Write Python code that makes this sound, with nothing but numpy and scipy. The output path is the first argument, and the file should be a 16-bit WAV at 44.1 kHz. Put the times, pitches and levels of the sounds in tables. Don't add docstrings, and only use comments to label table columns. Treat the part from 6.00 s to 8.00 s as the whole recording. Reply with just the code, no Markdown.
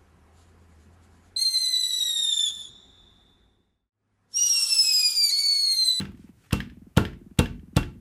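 import sys
import numpy as np
from scipy import signal
from scipy.fft import rfft, irfft, next_fast_len
from scipy.io import wavfile

SR = 44100
rng = np.random.default_rng(int(sys.argv[2]) if len(sys.argv) > 2 else 0)


def ratio_of_db(decibels):
    return 10 ** (np.asarray(decibels, float) / 20)


def waveform_to_disk(signal):
    frames = np.transpose(np.atleast_2d(signal))
    scaled = np.clip(frames, -1, 1) * 32767
    samples = np.round(scaled).astype(np.int16)
    wavfile.write(sys.argv[1], SR, samples)


N = 88288
PRE = SR // 10
LIFE = np.arange(SR // 2) / SR


def along(points, hz):
    f, v = np.transpose(points)
    return np.interp(np.log(hz + 1), np.log(f + 1), v)


def add(track, start_s, x):
    part = track[PRE + round(start_s * SR):][:len(x)]
    part += x[:len(part)]


def noise(spectrum, size):
    m = next_fast_len(size + 8192)
    hz = np.fft.rfftfreq(m, 1 / SR)
    x = irfft(rfft(rng.standard_normal(m)) * ratio_of_db(along(spectrum, hz)), m)[:size]
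    return x / np.sqrt(np.mean(x ** 2))


def burst(spectrum, t60_s, rise_s=0.00085):
    return noise(spectrum, len(LIFE)) * ratio_of_db(-60 * LIFE / t60_s) * (1 - np.exp(-LIFE / rise_s))


def snap(spectrum, size=1024):
    cepstrum = irfft(np.log(ratio_of_db(along(spectrum, np.fft.rfftfreq(size, 1 / SR)))), size)
    cepstrum[1:size // 2] *= 2
    cepstrum[size // 2 + 1:] = 0
    click = irfft(np.exp(rfft(cepstrum)), size)
    return click / np.linalg.norm(click)


def ring(modes, scatter_db, rough, rate_hz, linger=0):
    hz, db, t60_s = np.transpose(modes)[..., None]
    knots = rng.standard_normal((len(hz), rate_hz))
    shake = np.array([np.interp(LIFE * rate_hz, np.arange(rate_hz), k - k[0]) for k in knots])
    decay = ratio_of_db(-60 * LIFE / t60_s) + linger * ratio_of_db(-60 * LIFE / (t60_s * 3.43))
    strike = ratio_of_db(db + scatter_db * rng.standard_normal(hz.shape))
    level = strike * decay * (1 - np.exp(-LIFE / 0.00017))
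    return np.sum(level * np.sin(2 * np.pi * hz * LIFE + 2 * rough * shake), axis=0)


def below(x, top_hz, edge_hz):
    m = next_fast_len(x.shape[-1] + 4096)
    fade = np.clip((top_hz - np.fft.rfftfreq(m, 1 / SR)) / edge_hz, 0, 1) ** 2
    return irfft(rfft(x, m) * fade, m)[..., :x.shape[-1]]


# frequency in Hz, level in dB per Hz.
HUSH_COLOUR = [(15, -51), (25, -6.5), (101, 0.5), (457, -19.5), (582, -24), (1950, -29.5), (4040, -38),
               (11500, -36), (15500, -39)]
# centre in seconds, half width in seconds, level in dB.
SLEEVE_STROKES = [
    (.22, 0.038, -68),
    (0.459, 0.069, -68),
    (.92, 0.023, -85),
    (1.33, 0.064, -89),
]
# frequency in Hz, level in dB per Hz.
CLOTH_COLOUR = [(500, -25), (1500, 12), (4000, 5), (9000, 4), (15000, -18)]
# centre in seconds, half width in seconds, level in dB.
FINGER_SCUFFS = [
    (.12, 0.002, -59.5),
    (.175, 0.0024, -61),
    (.285, 0.018, -67),
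    (.447, 0.0068, -62),
    (.465, 0.0027, -61.5),
]
# frequency in Hz, level in dB per Hz.
SCUFF_COLOUR = [(400, -18), (800, 0), (1600, -3), (2600, 0), (3500, -11.5), (6000, -15.5)]


def strokes(rows, t):
    return sum(ratio_of_db(db) * np.exp(-.5 * ((t - s) / width_s) ** 2) for s, width_s, db in rows)


def background():
    t = (np.arange(PRE + N) - PRE) / SR
    hush = ratio_of_db(-60) * noise(HUSH_COLOUR, len(t))
    sleeve = strokes(SLEEVE_STROKES, t) * noise(CLOTH_COLOUR, len(t))
    fingers = strokes(FINGER_SCUFFS, t) * noise(SCUFF_COLOUR, len(t))
    return hush + sleeve + fingers


# frequency in Hz, t60 in seconds.
ROOM_T60 = [(100, 0.51), (400, 0.28), (1500, 0.27), (5000, 0.28), (12000, 0.21)]


def room(x):
    out = np.zeros(len(x))
    cuts = [PRE + round((row[0] - .03) * SR) for row in SLAPS[1:]]
    edges = [0] + cuts + [len(x)]
    for a, b in zip(edges, edges[1:]):
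        hz, t, z = signal.stft(rng.standard_normal(SR), SR, nperseg=1024, noverlap=896)
        z = z * ratio_of_db(-60 * t / along(ROOM_T60, hz)[:, None])
        tail = signal.istft(z, SR, nperseg=1024, noverlap=896)[1]
        wet = signal.fftconvolve(x[a:b], tail / np.linalg.norm(tail))
        add(out, (a - PRE) / SR + .003, wet)
    return out


# frequency in Hz, level in dB per Hz.
ROCK_TICK_COLOUR = [(300, -7), (600, 2.5), (1200, -4.5), (2500, -12.5), (6000, -51.5)]


def rocking(count=6):
    out = np.zeros(PRE + N)
    start_hz, end_hz, sag_s, rise_s, t60_s = 345, 140, .008, .003, .055
    first_s, every_s = .0905, .0495
    level_db, loss_db, scatter_db = -29.5, .3, .7
    hz = end_hz + (start_hz - end_hz) * np.exp(-LIFE / sag_s)
    shape = (1 - np.exp(-LIFE / rise_s)) ** 2 * ratio_of_db(-60 * LIFE / t60_s)
    for slap_s, *_ in SLAPS:
        for k, (late, size, pitch) in enumerate(rng.standard_normal((count, 3))):
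            tone = shape * np.sin(2 * np.pi * np.cumsum(hz) * (1 + .04 * pitch) / SR)
            thud = tone + ratio_of_db(-30) * burst(ROCK_TICK_COLOUR, 0.018)
            thud_db = level_db - k * loss_db + scatter_db * size
            add(out, slap_s + first_s + k * every_s + .0012 * late, ratio_of_db(thud_db) * thud)
    return out


# start in seconds, peak level in dB.
PEN_DROPS = [(0.0114, -31.5), (0.0523, -35), (0.1481, -55), (0.5082, -33), (0.6025, -23.5), (0.6978, -44),
             (1.051, -23.5), (1.1308, -45), (1.3084, -64.5), (1.4571, -28), (1.5944, -56.5),
             (1.8292, -31.5)]
# frequency in Hz, level in dB, t60 in seconds.
PEN_MODES = [(1729, -1, 0.052), (2123, -9.5, 0.014), (2547, -7, 0.01), (3050, 2, 0.015),
             (3304, -10.5, 0.06), (5060, -18, 0.09)]
# frequency in Hz, level in dB per Hz.
PEN_COLOUR = [(500, -24), (1100, -8.5), (1800, 2), (3300, -5.5), (4500, -14), (9000, -29), (15000, -25.5)]


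def drops():
    out, sent = np.zeros((2, PRE + N))
    late_s = .0005
    for s, db in PEN_DROPS:
        click = ring(PEN_MODES, 1.4, .8, 250) + ratio_of_db(6.5) * burst(PEN_COLOUR, 0.018, 0.00078)
        add(out, s + late_s, ratio_of_db(db - 7.5) * click)
        add(sent, s + late_s, ratio_of_db(db + 14.5) * snap(PEN_COLOUR))
    return np.array([out, sent])


# frequency in Hz, level in dB, first t60 in seconds.
BOARD_MODES = [(47, -6.5, 0.19), (67.1, -8.5, 0.09), (92.7, -1.5, 0.076), (129.6, -9.5, 0.092),
               (147.3, 5.5, 0.023), (194.8, -5.5, 0.12), (240.26, -7, 0.18), (296.5, -2, 0.058),
               (349.3, -18, 0.21), (418, -5, 0.098), (459, 1, 0.027), (530, -37, 0.081),
               (705, -16.5, 0.057), (850, -10, 0.094)]
# frequency in Hz, level in dB, t60 in seconds.
SWAY_MODES = [(51.84, -2.5, 1.7), (69.6, -1, 1.8), (82.3, -0.5, 1.6), (174.4, -10, 1.5)]


def pushed_board(modes, push):
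    return signal.fftconvolve(ring(modes, 0.5, .35, 25, linger=ratio_of_db(-12)), np.diff(push))


def thumps():
    out, t = np.zeros(PRE + N), LIFE[:SR // 50]
    push_s, push_lead_s, push_late_s, land_s = 0.00685, .0055, .0007, 0.0018
    push = np.sin(np.pi * np.clip(t / push_s, 0, 1) ** 1.915) ** 2
    land = np.sin(np.pi * np.clip(t / land_s, 0, 1)) ** 2
    fade = np.cos(np.pi * LIFE) ** 2 * (1 - np.exp(-LIFE / 0.0209))
    for (s, thump_db, *_), (*_, land_db, _) in zip(SLAPS, HOPS):
        add(out, s + push_late_s - push_lead_s, ratio_of_db(thump_db - 7.5) * pushed_board(BOARD_MODES, push))
        add(out, s + HOP_LATE_S - .001, ratio_of_db(land_db) * pushed_board(BOARD_MODES[5:], land))
        add(out, s, ratio_of_db(thump_db - 37) * fade ** 0.25 * ring(SWAY_MODES, 1.6, 0.62, 12))
    return out


HOP_LATE_S = .0065
# frequency in Hz, level in dB, t60 in seconds.
LOOSE_MODES = [(666.7, -17, 0.24), (878, -1.5, 0.054), (900, -8.5, 0.055), (1144, -1.5, .07),
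               (1376, 4.5, 0.034), (1527, -15.5, 0.24), (1700, -16.5, 0.05), (2480, -56.5, 0.16),
               (2990, -19.5, 0.073), (3430, -18.5, 0.069), (4950, -37.5, 0.11), (5650, -32, 0.086)]
# frequency in Hz, level in dB, t60 in seconds.
GLASS_MODES = [
    (2730, 0, .16),
    (2758, -7, .12),
]


def hop(loose_db, glass_db):
    loose = ring(LOOSE_MODES, 1.5, .9, 150)
    glass = ring(GLASS_MODES, 0, 0.42, 40)
    return ratio_of_db(loose_db) * loose + ratio_of_db(glass_db) * glass


# frequency in Hz, level in dB per Hz.
SKIN_COLOUR = [(500, -17.5), (1200, -9.5), (2500, -0.5), (4000, 0.5), (7000, -8), (11000, -6.5),
               (15000, -18.5), (16500, -12.5)]


def crack(cup_hz):
    cup_t60_s = 0.0036
    cup = ring([(cup_hz, 0, cup_t60_s), (cup_hz * 2.03, -5, cup_t60_s)], 0, 0, 10)
    return 0.43 * burst(SKIN_COLOUR, 0.013, .0003) + ratio_of_db(2) * cup


# start in seconds, thump in dB, crack in dB, fingertip lead in seconds, palm pitch in Hz.
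SLAPS = [
    (-.047, -12, -9.5, 0.015, 3050),
    (.5298, -13.5, -10.5, 0.0075, 2620),
    (.9733, -8.5, -10.5, 0.0086, 3050),
    (1.3904, -9.5, -7.5, 0.0047, 3706),
    (1.7671, -11.5, -10, 0.0059, 3930),
]
# loose things in dB, glass in dB, rattle in dB, landing knock in dB,
# share sent into the room in dB.
HOPS = [
    (-23, -35, -11, -26.5, 3),
    (-33, -36.5, -26.5, -32.5, -0.5),
    (-20, -36, -19, -22.5, 1.5),
    (-24, -29, -13, -24, 1.5),
    (-25.5, -32.5, -15.5, -28.5, 0.5),
]
# frequency in Hz, level in dB per Hz.
RATTLE_COLOUR = [(300, -22), (600, 2.5), (1400, -4.5), (2000, -11), (3000, -3.5), (6000, -20),
                 (14500, -26.5), (15500, -59.5)]
# frequency in Hz, level in dB per Hz.
SPREAD_COLOUR = [(400, -20), (900, 4.5), (1500, 1), (3000, 3.5), (5000, -6.5), (9000, -9.5), (15000, -14.5)]


def slaps():
    out, sent = np.zeros((2, PRE + N))
    for (s, _, crack_db, lead_s, cup_hz), (loose_db, glass_db, rattle_db, land_db, sent_db) in zip(SLAPS, HOPS):
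        add(out, s - 0.018, ratio_of_db(crack_db - 44.5) * burst(SCUFF_COLOUR, .06, 0.0026))
        tips = noise(RATTLE_COLOUR, len(LIFE)) * (LIFE < lead_s) * (0.1 + LIFE / lead_s)
        add(out, s - lead_s, ratio_of_db(crack_db - 17.5) * tips)
        add(out, s, ratio_of_db(crack_db) * crack(cup_hz))
        add(out, s + 0.00044, ratio_of_db(crack_db + 1.5) * snap(SKIN_COLOUR))
        add(sent, s, ratio_of_db(sent_db) * snap(SPREAD_COLOUR))
        add(out, s + 0.00109, ratio_of_db(rattle_db) * burst(RATTLE_COLOUR, 0.038, 0.0059))
        hopping = hop(loose_db, glass_db)
        landing = ratio_of_db(land_db + 2) * burst(SKIN_COLOUR, 0.0078)
        add(out, s + HOP_LATE_S, hopping + landing)
        add(sent, s + HOP_LATE_S, ratio_of_db(-2.5) * hopping)
    return np.array([out, sent])


def scene():
    low = thumps()
    hand, hand_sent = slaps()
    click, click_sent = drops()
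    echoes = room(ratio_of_db(-10.5) * low + ratio_of_db(-7) * (hand_sent + click_sent))
    soft = below(click + echoes + background(), 15200, 100)
    return (low + rocking() + hand + soft)[None, PRE:]


def top_cut(x):
    return signal.sosfilt(signal.butter(12, 16460, fs=SR, output="sos"), x)


def record(dry):
    bass_cut = signal.butter(6, 43, "high", fs=SR, output="sos")
    mix = below(signal.sosfilt(bass_cut, dry), 16600, 1500)
    return top_cut(mix)


dry = scene()
out = record(dry)
waveform_to_disk(out)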